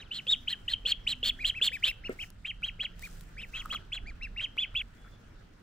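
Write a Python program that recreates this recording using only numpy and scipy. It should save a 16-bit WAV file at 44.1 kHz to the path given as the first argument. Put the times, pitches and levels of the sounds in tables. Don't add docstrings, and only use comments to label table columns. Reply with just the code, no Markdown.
import sys
import numpy as np
from scipy import signal
from scipy.fft import rfft, irfft, next_fast_len
from scipy.io import wavfile
from scipy.ndimage import uniform_filter1d

SR = 44100
rng = np.random.default_rng(int(sys.argv[2]) if len(sys.argv) > 2 else 0)


def elevation(decibels):
    levels = np.asarray(decibels, float)
    return 10 ** (levels / 20)


def dump_mix(stems):
    frames = np.atleast_2d(stems).T
    limited = np.clip(frames, -1, 1)
    pcm = np.round(limited * 32767).astype(np.int16)
    wavfile.write(sys.argv[1], SR, pcm)


N = 247842

# time_s, level_db
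BREEZE = [(0.0, -68.5), (0.06, -50), (0.2, -63), (0.31, -52), (1.45, -47), (1.63, -53.5), (1.81, -47.5),
          (2.94, -50), (2.99, -46.5), (3.93, -51), (4.04, -39.5), (4.62, -58), (4.73, -45.5), (4.85, -53),
          (5.24, -53), (5.31, -49.5), (5.59, -57), (5.62, -62)]
# time_s, level_db
TRAFFIC = [(0, -57.5), (.6, -57.5), (1.95, -58.5), (2.11, -53.5), (2.2, -59), (2.45, -62), (3.07, -57),
           (3.6, -57.5), (3.72, -53.5), (3.88, -57), (5.62, -59.5)]
# freq_hz, level_db_per_hz
YARD_COLOUR = [(47, -42.5), (80, -3), (177, -6.5), (228, -9), (268, -11.5), (316, -15), (868, -22.5),
               (1080, -24), (1410, -17.5), (2140, -25), (3080, -28), (3620, -30), (6000, -39.5),
               (7800, -70.5), (13200, -120)]
# peak_s, peak_db, rise_db_per_s, fade_db_per_s
RUSTLES = [
    (.25, -75, 56.5, 11),
    (1.45, -72.5, 25.5, 43.5),
    (1.86, -70.5, 33.5, 110.5),
    (2.13, -67.5, 202.5, 200),
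    (2.225, -63, 249.5, 249.5),
    (3.029, -61.5, 246.5, 53.5),
    (3.58, -65, 90, 60),
    (3.719, -71.5, 82.5, 132.5),
    (5.12, -80, 8, 87.5),
]
# freq_hz, level_db_per_hz
RUSTLE_COLOUR = [(3500, -5.5), (5000, -3), (7500, -3.5), (10000, -10), (13000, -14.5), (15500, -5.5)]
# freq_hz, likeness_0_1
LIKENESS = [(60, 0.952), (180, 0.95684), (550, 0.11), (1650, 0.33), (5000, 0.026), (8000, 0.092),
            (13000, 0.32)]
# start_s, end_s, start_hz, end_hz, level_db
FAR = [
    (0.3, 0.6047, 253.1, 247.2, -65),
    (1.0, 1.548, 247.2, 252, -59.5),
    (2.35, 3.4, 174, 168, -58),
    (4.94, 5.21, 3380, 3480, -70),
    (0, 5.62, 99, 100, -58.5),
    (0.037, 0.08316, 4300, 2300, -61),
    (1.035, 1.06, 5600, 5100, -70),
    (1.755, 1.82, 5440, 4760, -69.5),
]
# start_s, end_s, start_hz, end_hz, level_db
SCUFFS = [
    (5.04, 5.09, 1500, 1500, -59),
    (3.54, 3.65, 1500, 1200, -56),
]
# start_s, peak_db, ring_hz, t60_s
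POPS = [
    (0.267, -47.5, 510.8, 0.055),
    (0.849, -44.5, 479.4, 0.06107),
    (1.229, -38, 473.6, 0.03147),
    (1.613, -39, 449.9, 0.026427),
    (1.711, -52, 499.3, 0.0722),
    (2.621, -42, 1461, 0.02709),
    (2.79, -50.5, 470.5, 0.03926),
    (4.569, -35.5, 1348, 0.0054),
    (4.743, -41, 1433, 0.01672),
]
# start_s, peak_db
TICKS = [(2.0951, -39.5), (2.3029, -36), (2.994, -36), (3.0205, -38), (3.0245, -33.5), (3.052, -35),
         (3.171, -45.5), (3.2095, -35), (3.237, -47), (3.383, -52.5), (3.489, -52.5), (2.6155, -57),
         (2.6215, -57.5), (3.657, -36), (3.696, -44.5), (3.7244, -32), (3.748, -35), (4.5665, -57.5),
         (4.571, -52), (4.7384, -61.5), (4.7425, -53.5), (4.8208, -47)]
# start_s, peak_db
CLAPS = [(3.652, -36), (3.6575, -27), (3.668, -40), (3.693, -44.5), (3.725, -36), (3.726, -27),
         (3.737, -32.5), (3.746, -36.5), (3.7476, -26), (2.122, -51), (3.549, -44)]
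# ring_hz, level_db, t60_s
KNOCK = [
    (433.24, 2.5, 0.024975),
    (266.72, -12.5, 0.06914),
    (565, -56, 0.039),
    (109.01, -33.5, 0.0574),
    (1330.4, -16, 0.05937),
]
# start_s, end_s, first_hz, top_hz, crest_db
LARGER = [(0, 0.038, 3145, 3211, -52.5), (0.106, 0.209, 2317, 4207, -40.5),
          (0.267, 0.359, 2605, 3807, -27.5), (0.471, 0.546, 2041, 4200, -38.5),
          (0.677, 0.753, 2395, 4237, -38.5), (0.852, 0.937, 2534, 4396, -33.5),
          (1.063, 1.143, 1817, 4141, -33.5), (1.229, 1.314, 2800, 4473, -30),
          (1.437, 1.518, 1955, 4147, -34.5), (1.613, 1.698, 2544, 4322, -29.5),
          (1.823, 1.901, 1728, 4173, -33), (2.187, 2.251, 1917, 3239, -43), (2.445, 2.521, 1848, 3198, -37),
          (2.626, 2.702, 2087, 3291, -37.5), (2.792, 2.87, 1931, 3356, -36.5),
          (3.386, 3.457, 1934, 3199, -45), (3.528, 3.631, 1605, 3301, -39),
          (3.696, 3.781, 2197, 3365, -44.5), (3.917, 3.989, 1906, 3415, -40.5),
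          (4.393, 4.467, 1728, 3252, -38), (4.574, 4.655, 1942, 3490, -35.5),
          (4.748, 4.822, 2022, 3443, -36)]
# crest_share_0_1, last_hz
LARGER_LEAN = [(0.2, 1900), (0.54, 1500), (.56, 1500), (.51, 1800), (.49, 1800), (0.56, 1750), (.52, 1750),
               (.55, 1600), (.53, 1100), (.52, 1200), (0.7, 1500), (.52, 1500), (.55, 1600), (0.63, 1547),
               (0.58, 1736.6), (.45, 1633), (.7, 1328.7), (.52, 1700), (.48, 1750), (.52, 1750),
               (0.5, 1800), (.52, 1893.8)]
# start_s, end_s, first_hz, top_hz, crest_db
SMALLER = [(0.502, 0.553, 1627, 1973, -40.5), (0.684, 0.726, 1676, 1995, -40),
           (1.386, 1.454, 1404, 2490, -37.5), (1.541, 1.612, 1615, 2679, -38),
           (1.715, 1.776, 1399, 2561, -34), (1.863, 1.918, 2176, 2733, -29.5),
           (2.034, 2.095, 1396, 2881, -40), (2.193, 2.247, 1866, 2703, -48.5),
           (3.02, 3.08, 1598, 2488, -41), (3.363, 3.425, 1281, 2650, -42), (3.54, 3.581, 2381, 2659, -39),
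           (4.051, 4.124, 1280, 2431, -46), (4.207, 4.278, 1560, 2774, -38.5),
           (4.359, 4.421, 1527, 2822, -37), (4.596, 4.665, 1494, 2567, -42.5),
           (4.75, 4.819, 1946, 2750, -41.5)]
# crest_share_0_1, last_hz
SMALLER_LEAN = [(0.4853, 1400), (0.31, 1367), (.49, 1400), (.45, 1200), (0.45, 1501), (0.75, 1686.4),
                (.51, 710), (0.16, 1000), (0.54, 1100), (0.64, 1100), (0.5066, 1600), (0.52, 890),
                (.42, 1400), (0.42, 1200), (0.38, 1234.6), (0.4127, 1200)]
# moment_s, cavity_hz, rasp_db, swell_db (through the peep), rasp_pitch_hz
RASPS = [
    (.15, 3058, -42, 9.5, 3297),
    (.49, 3187, -40.5, -1.5, 3135),
    (.73, 3139, -40, -4, 3155),
    (.9, 3348, -34, 4.5, 3043),
    (1.1, 3135, -36, 0, 3300),
    (1.27, 3413, -31, -2.5, 3280),
    (1.48, 3225, -34.5, -10.5, 3275),
    (1.65, 3511, -30, -8.5, 3156),
    (1.85, 3148, -29, -2, 3342),
]
# centre_s, length_s, rasp_db, swell_db (through the peep), whistle_change_db
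BREAKS = [
    (.006, 0.01883, -36, 2, -5.5),
    (.315, 0.022853, -33, 12, -3.5),
    (2.47, 0.0226, -35.5, -6, 0.5),
    (2.668, 0.02507, -34, -5, -5.5),
    (2.835, 0.020897, -27, 1.5, -15.5),
    (3.42, 0.023706, -39.5, 4.5, -3.5),
    (3.575, 0.052436, -36, -2.5, -0.5),
    (3.737, 0.020886, -24, -0.5, 2.5),
    (3.953, 0.020684, -29.5, -3, 3.5),
    (4.424, 0.03242, -34, -5, 1),
]
# moment_s, level_db, pitch_ratio (re whistle)
SIDE_TONES = [(1.42, -56, 1.62), (1.745, -49, 1.5), (1.89, -44, 1.45), (2.065, -57, 1.5), (3.05, -56, 1.5),
              (3.395, -52, 1.23), (4.245, -52, 1.45), (4.39, -56, 1.35)]
# moment_s, manner
ODD = [(2.22, "pointed"), (3.43, "pointed"), (3.6, "long")]
# moment_s, up_db, down_db, cling_down_hz, cling_up_hz
FLARES = [(.15, 9.5, -1, 390, 780), (.3, 4.5, 3.5, 12, 10), (.49, 9, 7.5, 403.8, 380),
          (.73, 8, 11.5, 436.8, 420), (.9, 9.5, 7.5, 328.94, 300), (1.1, 8.5, 0.5, 277.9, 120),
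          (1.27, 2.5, 5.5, 450, 250), (1.48, 6, 7, 410, 480), (1.65, 2.5, 2.5, 380, 530),
          (1.85, 8, 10.5, 35.2, 300), (2.23, -1.5, -7, 10, 10), (2.48, -1.5, -5.5, 9.13, 10),
          (2.66, 2, -1, 8, 10), (2.83, 2, -2.5, 8.5, 10), (3.44, 5.5, 6.5, 10, 10), (3.62, 4, 5.5, 10, 10),
          (3.74, 6.5, 4, 10, 10), (3.95, 3.5, 0, 10, 10), (4.43, 2, 4, 9.44, 10), (4.585, 5, 5.5, 10, 10),
          (4.751, 4.5, 3, 10, 10)]
ARCH = {"rasping": (1.7, 1.9), "gentle": (2.2, 1.9), "small": (2.3, 1.9), "clear": (2.6, 2.3),
        "ringing": (2.4, 1.8465), "pointed": (1.3, 1.4), "long": (4.5, 1.3734), "low": (3.2, 1.7)}
EFFORT_AT = [.04, .18, .36, .64, .82, .96]
EFFORT = {"rasping": (-2, -1, 7, 9.5, 4, -11), "gentle": (2, 2.5, -0.5, 0.5, 2.5, -2),
          "small": (-5.5, -6, 0.5, -0.5, -9.5, -6), "clear": (7.5, 1, -1.5, -2.5, -0.5, 2),
          "ringing": (-15, -4.5, 5.5, 9, -9, -28), "pointed": (3.5, 4, -0.5, 3.5, 2, -5.5),
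          "long": (-5.5, -4.5, 1, -3, -3, -10.5), "low": (1.5, -9.5, -2, -8, -5.5, -15.5)}
COLOUR = {"rasping": (-21, 0.31, -22), "gentle": (-29.5, 1, -24), "small": (-35.5, 0.82, -38),
          "clear": (-32.5, 1, -27), "ringing": (-24, 0.48, -28.5), "pointed": (-33.5, 0.73, -29.5),
          "long": (-22.5, 0.71, -33), "low": (-31, .6, -31.5)}
# freq_hz, level_db
OVERTONES = [(3000, -3.5), (5000, -6), (6000, -9.5), (7400, -2.5), (9000, -15), (13000, -26)]
# freq_hz, level_db_per_hz
HISS = [(4800, -1), (5800, -20.5), (6700, 4.5), (7100, 3.5), (7700, 11.5), (8500, -7), (9300, -3),
        (11500, -10), (15300, -3)]
# time_s, level_db
BREATH = [(0, 0.5), (.3, 3.5), (1.2, 4), (1.7, 8), (2.2, -10), (2.6, -5), (3.3, -2), (3.6, 6), (4.8, -15)]
# time_s, left_right_db, left_lead_samples
LARGER_PLACE = [(.1, -1, 1.959), (.28, -0.0236, 1.3336), (.48, 0.7754, 1.344), (.7, 0.5, 1.16),
                (1.07, -0.5, 1.425), (1.23, -0.2743, 1.328), (1.62, -1, 0.9833), (1.83, -0.9843, 1.191),
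                (2.2, 1.5, 3.444), (2.45, -0.6577, 0.86), (2.8, -0.52, 1.2395), (3.7, 0, 2.1814),
                (3.92, 0, 1.2364), (4.4, -1.03, 0.9074), (4.75, -1, 1.149)]
# time_s, left_right_db, left_lead_samples
SMALLER_PLACE = [(1.39, 0.5, 2.172), (1.55, 1.1675, 2.402), (1.71, 3.5, 2.821), (2.04, 0.5, 2.5506),
                 (3.031, 1.5, 4.086), (3.37, 0, 2.559), (4.06, -0.314, 1.567), (4.21, 0.6773, 2.322)]
# time_s, overtones_db, loss_db_per_overtone
FACING = [(.6, -44.5, 2), (1.42, -25.5, 8), (1.57, -36.5, 7.5), (1.74, -22.5, 2.5), (1.89, -20.5, -3),
          (2.06, -24.5, 8.5), (2.22, -13.5, 20), (3.05, -28, -1.5), (3.4, -20, 6.5), (3.56, -39.5, 3.5),
          (4.09, -16.5, 8.5), (4.24, -25.5, 9), (4.39, -30.5, 6.5), (4.62, -23.5, 3.5), (4.78, -38, 8.5)]

BREAK_HZ, OPEN_CAVITY_HZ = 3550, 4108
CLEAR_RASP_DB = -31


def rms_one(x):
    return x / np.sqrt(np.mean(x ** 2) + 1e-20)


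def at_hz(points, hz):
    points_hz, values = np.transpose(points)
    return np.interp(np.log(hz), np.log(points_hz), values)


def in_time(rows):
    return np.interp(np.arange(N) / SR, *np.transpose(rows))


def within(rows, start_s, end_s):
    return next((row for row in rows if start_s < row[0] < end_s), None)


def later(x, samples):
    size = next_fast_len(len(x) + 64)
    turn = np.exp(-2j * np.pi * np.fft.rfftfreq(size) * samples)
    return irfft(rfft(x, size) * turn, size)[:len(x)]


def drift(rate_hz, size=N):
    r = np.exp(-2 * np.pi * rate_hz / SR)
    white = rng.standard_normal(size + 9000)
    return rms_one(signal.lfilter([1], [1, -2 * r, r * r], white)[9000:])


def cavity(x, hz, width_hz, db):
    r = np.exp(-np.pi * width_hz / SR)
    a = [1, -2 * r * np.cos(2 * np.pi * hz / SR), r * r]
    once = signal.lfilter([1, 0, -1], a, x)
    return elevation(db) * rms_one(signal.lfilter([1, 0, -1], a, once))


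def ring(start_s, db, hz, t60_s):
    out, first = np.zeros(N), round(start_s * SR)
    t = np.arange(round(2 * t60_s * SR)) / SR
    sine = elevation(db - 60 * t / t60_s) * np.sin(2 * np.pi * hz * t)
    out[first:first + len(t)] = sine[:N - first]
    return out


def coloured(spectrum, patchy_db):
    size = next_fast_len(N)
    hz = np.maximum(np.fft.rfftfreq(size, 1 / SR), 1)
    alike = np.clip(at_hz(LIKENESS, hz), 0, 1)
    shape = elevation(at_hz(spectrum, hz)) * (hz > spectrum[0][0] * .7) * (hz < 16800)
    mid, side = rfft(rng.standard_normal((2, size))) * shape
    pair = np.sqrt(1 + alike) * mid + np.sqrt(1 - alike) * side * [[1], [-1]]
    band, out = np.round(2 * np.log2(hz)), 0
    for k in np.unique(band[shape > 0]):
        flicker = np.repeat(drift(600, size=N // 64 + 1), 64)[:N]
        out = out + irfft(pair * (band == k), size)[:, :N] * elevation(patchy_db * flicker)
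    return rms_one(out)


def breeze():
    band = signal.butter(2, [18, 46], "band", fs=SR, output="sos")
    common, unlike = signal.sosfilt(band, rng.standard_normal((2, N)))
    thumps = rms_one(common) * elevation([[-1.1], [1.1]]) + .1 * rms_one(unlike) * [[1], [-1]]
    return elevation(in_time(BREEZE)) * thumps


def traffic():
    return elevation(in_time(TRAFFIC) + 1.5) * coloured(YARD_COLOUR, patchy_db=1.8)


def rustle_and_air():
    t = np.arange(N) / SR
    swells_db = [db - np.maximum(rise * (s - t), fade * (t - s)) for s, db, rise, fade in RUSTLES]
    rustle_db = np.maximum(np.max(swells_db, axis=0), -85.5)
    crackle = elevation(2.2 * drift(250) + 1.5 * drift(25))
    rustle = coloured(RUSTLE_COLOUR, patchy_db=1.5) * crackle
    air = signal.lfilter(*signal.butter(1, 8841.9, fs=SR), rustle[:, ::-1])
    return elevation(rustle_db + 5.0) * rustle + elevation(-76) * air


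def far_sounds():
    out = np.zeros((2, N))
    lines = [(*row, .02) for row in FAR] + [(*row, .14) for row in SCUFFS]
    for start_s, end_s, start_hz, end_hz, db, waver in lines:
        span = slice(round(start_s * SR), round(end_s * SR))
        size = span.stop - span.start
        phase = 2 * np.pi * np.cumsum(np.linspace(start_hz, end_hz, size)) / SR
        width_hz = waver * start_hz
        steady = 5 * (start_hz < 300)
        scale = np.hypot(1, steady)
        one = (steady + drift(width_hz, size=size)) / scale * np.sin(phase)
        two = drift(width_hz, size=size) / scale * np.cos(phase)
        out[:, span] += elevation(db) * signal.windows.tukey(size, .4) * (one + two * np.array([[1], [.3]]))
    return out


def walls(x):
    t = np.arange(round(.7 * SR)) / SR
    decay = elevation(-60 * t / .1206) + elevation(-9.5 - 60 * t / .41643)
    tail = rng.standard_normal((2, len(t))) * decay * (t > .008)
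    tail = signal.sosfilt(signal.butter(1, 5000, fs=SR, output="sos"), tail + .3 * tail[::-1])
    tail = rms_one(tail) + cavity(tail, hz=2950, width_hz=1100, db=-6)
    tail = tail / np.sqrt(np.sum(tail ** 2, 1, keepdims=True))
    return signal.fftconvolve(x.mean(0, keepdims=True), tail)[:, :N]


def phone_knock(crack):
    start_s, peak_db = 2.0945, -25.5
    modes = sum(ring(start_s, peak_db + db, hz, t60_s) for hz, db, t60_s in KNOCK)
    modes = modes - ring(start_s, peak_db + .64, 445.5, .00668)
    modes = signal.lfilter([.12], [1, -.88], modes) * elevation(6.0)
    body = cavity(crack[1], 400.83, 163, -6.0) + cavity(crack[2], 2005.2, 700, -13.5)
    knock = modes + body * abs(ring(start_s, -25.5, 10.26, .1184))
    return np.array([knock, np.roll(knock, 12)]) * elevation([[.4], [-.4]])


def bills():
    crack = rng.standard_normal((3, N))
    pops = sum(ring(*row) for row in POPS)
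    puff_shape = sum(abs(ring(s, db, 45, .0079)) for s, db, _, _ in POPS)
    puff = cavity(crack[0], 2800, 1300, 1.6) * puff_shape
    claps = sum(ring(s, db + 6.0, 1282.6, .013802) - ring(s, db + 6.5, 1282.6, .005665) for s, db in CLAPS)
    ticks = sum(ring(s, db - 9.0, 11560, .012174) for s, db in TICKS)
    ticks = ticks * (crack[0] + 1.052 * crack[1:])
    return np.array([np.roll(pops, 8), pops]) + puff + claps + phone_knock(crack) + ticks


def smaller_peeps():
    for row, lean in zip(SMALLER, SMALLER_LEAN):
        doubling = within(SIDE_TONES, *row[:2])
        manner = "low" if row[3] < 2100 else "small"
        ratio = doubling[2] if doubling else 1.5
        rasp_db = doubling[1] if doubling else row[4] + CLEAR_RASP_DB
        yield row + lean, manner, OPEN_CAVITY_HZ * ratio, rasp_db, 0, None


def larger_peeps():
    for row, lean in zip(LARGER, LARGER_LEAN):
        rasp, snap, odd = [within(rows, *row[:2]) for rows in (RASPS, BREAKS, ODD)]
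        if rasp:
            yield row + lean, "rasping", *rasp[1:4], None
        elif snap:
            manner = "ringing" if row[3] > BREAK_HZ else "gentle"
            yield row + lean, odd[1] if odd else manner, OPEN_CAVITY_HZ, *snap[2:4], snap
        else:
            yield row + lean, odd[1] if odd else "clear", OPEN_CAVITY_HZ, row[4] + CLEAR_RASP_DB, 0, None


def arch(share, first_hz, top_hz, manner, crest, last_hz):
    rise, fall = ARCH[manner]
    over_hz = 341 * (manner == "gentle")
    give = .19
    up = np.clip(1 - share / crest, 0, 1)
    down = np.clip((share - crest) / (1 - crest), 0, 1)
    held_hz = top_hz - give * over_hz
    aim_hz = held_hz + over_hz
    free = aim_hz - (aim_hz - first_hz) * up ** rise - (aim_hz - last_hz) * down ** fall
    return np.minimum(free, held_hz + give * (free - held_hz)) if over_hz else free


def cling(share, free, cavity_hz, top_hz, flare):
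    reach_hz = np.where(share < .5, flare[4], flare[3])
    clings = (free > cavity_hz) & (free < cavity_hz + reach_hz)
    above = top_hz - np.where(share < .5, .5, .75) * (top_hz - free)
    locked = np.where(clings, cavity_hz, np.where(free > cavity_hz, above, free))
    return uniform_filter1d(locked, size=70), clings


def roughness(hz, free, cavity_hz):
    broken = np.clip((hz - min(BREAK_HZ, hz.max() - 146.2)) / 120 + .5, 0, 1)
    broken = np.maximum(broken, .54 * np.clip((free - cavity_hz) / 150, 0, 1))
    return uniform_filter1d(broken, size=260)


def onset(share, start_s, end_s, first_hz, rasping):
    t = share * (end_s - start_s)
    popped = first_hz > 2500 and within(POPS, start_s - .012, start_s + .005)
    attack, release = .0052 if popped else .0894, .06069
    edge = np.clip(np.minimum(share / attack, (1 - share) / release), 0, 1)
    catching = np.clip(2 - 2 * t / .010718, 0, 1) * bool(popped or rasping and first_hz > 2500)
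    return edge * (1 - .68 * catching * np.cos(np.pi * 202.12 * t) ** 2), catching


def cavity_lift_db(share, hz, free, cavity_hz, flare, rasping):
    throat_hz, throat_width_hz, throat_db = 3091.5, 1189.4, 6.444
    flare_hz, width_hz = (cavity_hz - 117.33, 416.15) if rasping else (3202.1, 208.85)
    throat = throat_db / (1 + (2 * (hz - throat_hz) / throat_width_hz) ** 2)
    lag_hz = np.where(share < .5, 0, .5 * flare[3])
    return throat + np.where(share < .5, *flare[1:3]) * np.exp(-((free - lag_hz - flare_hz) / width_hz) ** 2)


def overtones(phase, hz, start_s, manner, crest_db, noise):
    if manner in ("small", "low"):
        time_s, *columns = np.transpose(FACING)
        facing_db, loss_db = [np.interp(start_s + .03, time_s, c) for c in columns]
        tones = sum(elevation(facing_db - max(loss_db, 2) * (k - 2)) * np.sin(k * phase) for k in (2, 3, 4, 5, 6))
        flank_power = 1.5
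    else:
        over_db = COLOUR[manner][0] - COLOUR[manner][1] * (crest_db + 38)
        tones = sum(elevation(over_db + at_hz(OVERTONES, k * hz) - 3.0475 * (k - 4)) * np.sin(k * phase)
                    for k in (2, 3, 4))
        flank_power = 4.44
    flicker_db = 3.6 * noise["shimmer_back"] + 2.2 * noise["waver"]
    return tones * (hz / hz.max()) ** flank_power * elevation(flicker_db)


def cavity_ringing(hz, free, top_hz, cavity_hz, rasp, snap, noise):
    passed = free.max() > cavity_hz
    kind = "bursts" if passed else "smooth"
    rung_hz = rasp[4] if rasp else cavity_hz
    rung_hz = rung_hz + (hz - top_hz if snap else 80 * noise["wander"])
    ringing = np.real(noise[kind] * np.exp(2j * np.pi * np.cumsum(rung_hz) / SR))
    if snap:
        lower = np.exp(2j * np.pi * np.cumsum(2 * hz - rung_hz) / SR)
        ringing += elevation(-8) * np.real(noise[kind + "_back"] * lower)
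    return ringing * elevation(-1.5 if passed else -8.5)


def peep(noise, row, manner, cavity_hz, rasp_db, swell_db, snap):
    start_s, end_s, first_hz, top_hz, crest_db, *lean = row
    share = np.linspace(0, 1, round(end_s * SR) - round(start_s * SR))
    small, rasping = manner in ("small", "low"), manner == "rasping"

    free = arch(share, first_hz, top_hz, manner, *lean)
    flare = not small and within(FLARES, start_s, end_s) or (0, 0, 0, 0, 0)
    hz, clings = cling(share, free, cavity_hz, top_hz, flare)
    jump = np.clip(np.abs(np.gradient(hz)) / 2 - 2, 0, 1) * rasping
    jump = signal.fftconvolve(jump, np.hanning(200) / 70, "same")
    held = uniform_filter1d(clings * (free > cavity_hz + 150) * (share < .5) * 1., size=200)
    broken = roughness(hz, free, cavity_hz)
    if snap:
        centre_s, length_s = snap[:2]
        broken = np.exp(-(2 * (start_s + share * (end_s - start_s) - centre_s) / length_s) ** 4)
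        hz = hz - 49.49 * broken
        cavity_hz = top_hz + (1300 if manner == "ringing" else 680)

    edge, catching = onset(share, start_s, end_s, first_hz, rasping)
    level_db = crest_db - 2.5 + np.interp(share, EFFORT_AT, EFFORT[manner]) + swell_db * (share - .5)
    level_db = level_db + cavity_lift_db(share, hz, free, cavity_hz, flare, rasping)
    level_db = level_db + (snap[4] if snap else 0) * broken
    if small:
        level_db = level_db - 2.5 * (top_hz - hz) / 1e3
    else:
        level_db = level_db - 3.5 * np.maximum(2800 - hz, 0) / 1e3
    level_db = level_db - 9 * jump - .5 * held
    level = elevation(level_db) * edge

    unsteady = np.clip(elevation(rasp_db) / level.mean(), 0, 1) * broken * (1 if rasping else .55)
    phase = 2 * np.pi * np.cumsum(hz) / SR
    phase = phase + (.05 if small else .09 + .9 * unsteady) * noise["waver"]
    shake_db = ((1.2 if small else 1.3) + .34 * unsteady) * noise["shimmer"]
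    shake_db = shake_db + 3.5 * unsteady * noise["waver_back"] - 18.79 * unsteady
    tones = np.sin(phase) + overtones(phase, hz, start_s, manner, crest_db, noise)
    whistle = level * elevation(shake_db) * tones

    if small:
        ringing = elevation(4.5) * np.abs(noise["smooth"]) * np.sin(cavity_hz / OPEN_CAVITY_HZ * phase)
    else:
        rasp = within(RASPS, start_s, end_s) if rasping else None
        ringing = cavity_ringing(hz, free, top_hz, cavity_hz, rasp, snap, noise)
    rung = ringing + noise["chest"] * elevation(-1.5 * bool(snap)) + noise["bill"] * rasping
    voice = np.sqrt(2) * whistle + elevation(rasp_db) * broken * rung
    voice += elevation(crest_db - 9) * catching * edge * noise["puff"]
    squared = voice ** 2 - uniform_filter1d(voice ** 2, size=120)
    voice += elevation(-22.5) * broken * np.clip(unsteady * .75, 0, 1) * squared / level.max()

    hiss_db = COLOUR[manner][2] + crest_db + np.interp(start_s, *np.transpose(BREATH))
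    breath = elevation(hiss_db) * (.5 * np.sin(np.pi * share) + broken) * noise["hiss"]
    return voice, breath


def at_ports(voice, start_s, rows):
    time_s, *columns = np.transpose(rows)
    pan_db, lead_samples = [np.interp(start_s, time_s, c) for c in columns]
    bounce = elevation(-31) * later(voice, 37.136)
    left = voice * elevation(pan_db / 2) + bounce
    right = later(voice, lead_samples) * elevation(-pan_db / 2) - bounce
    return np.array([left, right])


def duckling_noise():
    white = rng.standard_normal((3, N))
    noise = {
        "bill": cavity(white[0], hz=3700, width_hz=180, db=-12),
        "chest": cavity(white[1], 1756, 1385, -17) + cavity(white[2], 580, 249, -31),
        "puff": cavity(white[2], hz=2996, width_hz=802, db=0),
        "hiss": coloured(HISS, patchy_db=2.5),
        "waver": drift(350),
        "shimmer": drift(120),
        "wander": drift(30),
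        "bursts": (drift(320) + 1j * drift(320)) * elevation(.96 * drift(90)),
        "smooth": .029 + .37624 * (drift(137.84) + 1j * drift(170)),
    }
    for name in ("waver", "shimmer", "bursts", "smooth"):
        noise[name + "_back"] = noise[name][::-1]
    return noise


def ducklings():
    out, noise = np.zeros((2, N)), duckling_noise()
    for peeps, place in ((smaller_peeps(), SMALLER_PLACE), (larger_peeps(), LARGER_PLACE)):
        for row, *settings in peeps:
            span = slice(round(row[0] * SR), round(row[1] * SR))
            local = {name: x[..., span] for name, x in noise.items()}
            voice, breath = peep(local, row, *settings)
            out[:, span] += breath + at_ports(voice, row[0], place)
    return out


def scene():
    background = breeze() + traffic() + rustle_and_air() + far_sounds()
    near = bills() + ducklings()
    echoes = elevation(-25) * walls(near) * (np.arange(N) < 4.823 * SR)
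    return background + near + echoes


def band_limit(x):
    return signal.sosfilt(signal.butter(12, 16870, fs=SR, output="sos"), x)


def record(dry):
    low_pass = signal.cheby2(10, 32, 16050, fs=SR, output="sos")
    mix = signal.sosfilt(low_pass, dry)
    return band_limit(mix)


dry = scene()
out = record(dry)
dump_mix(out)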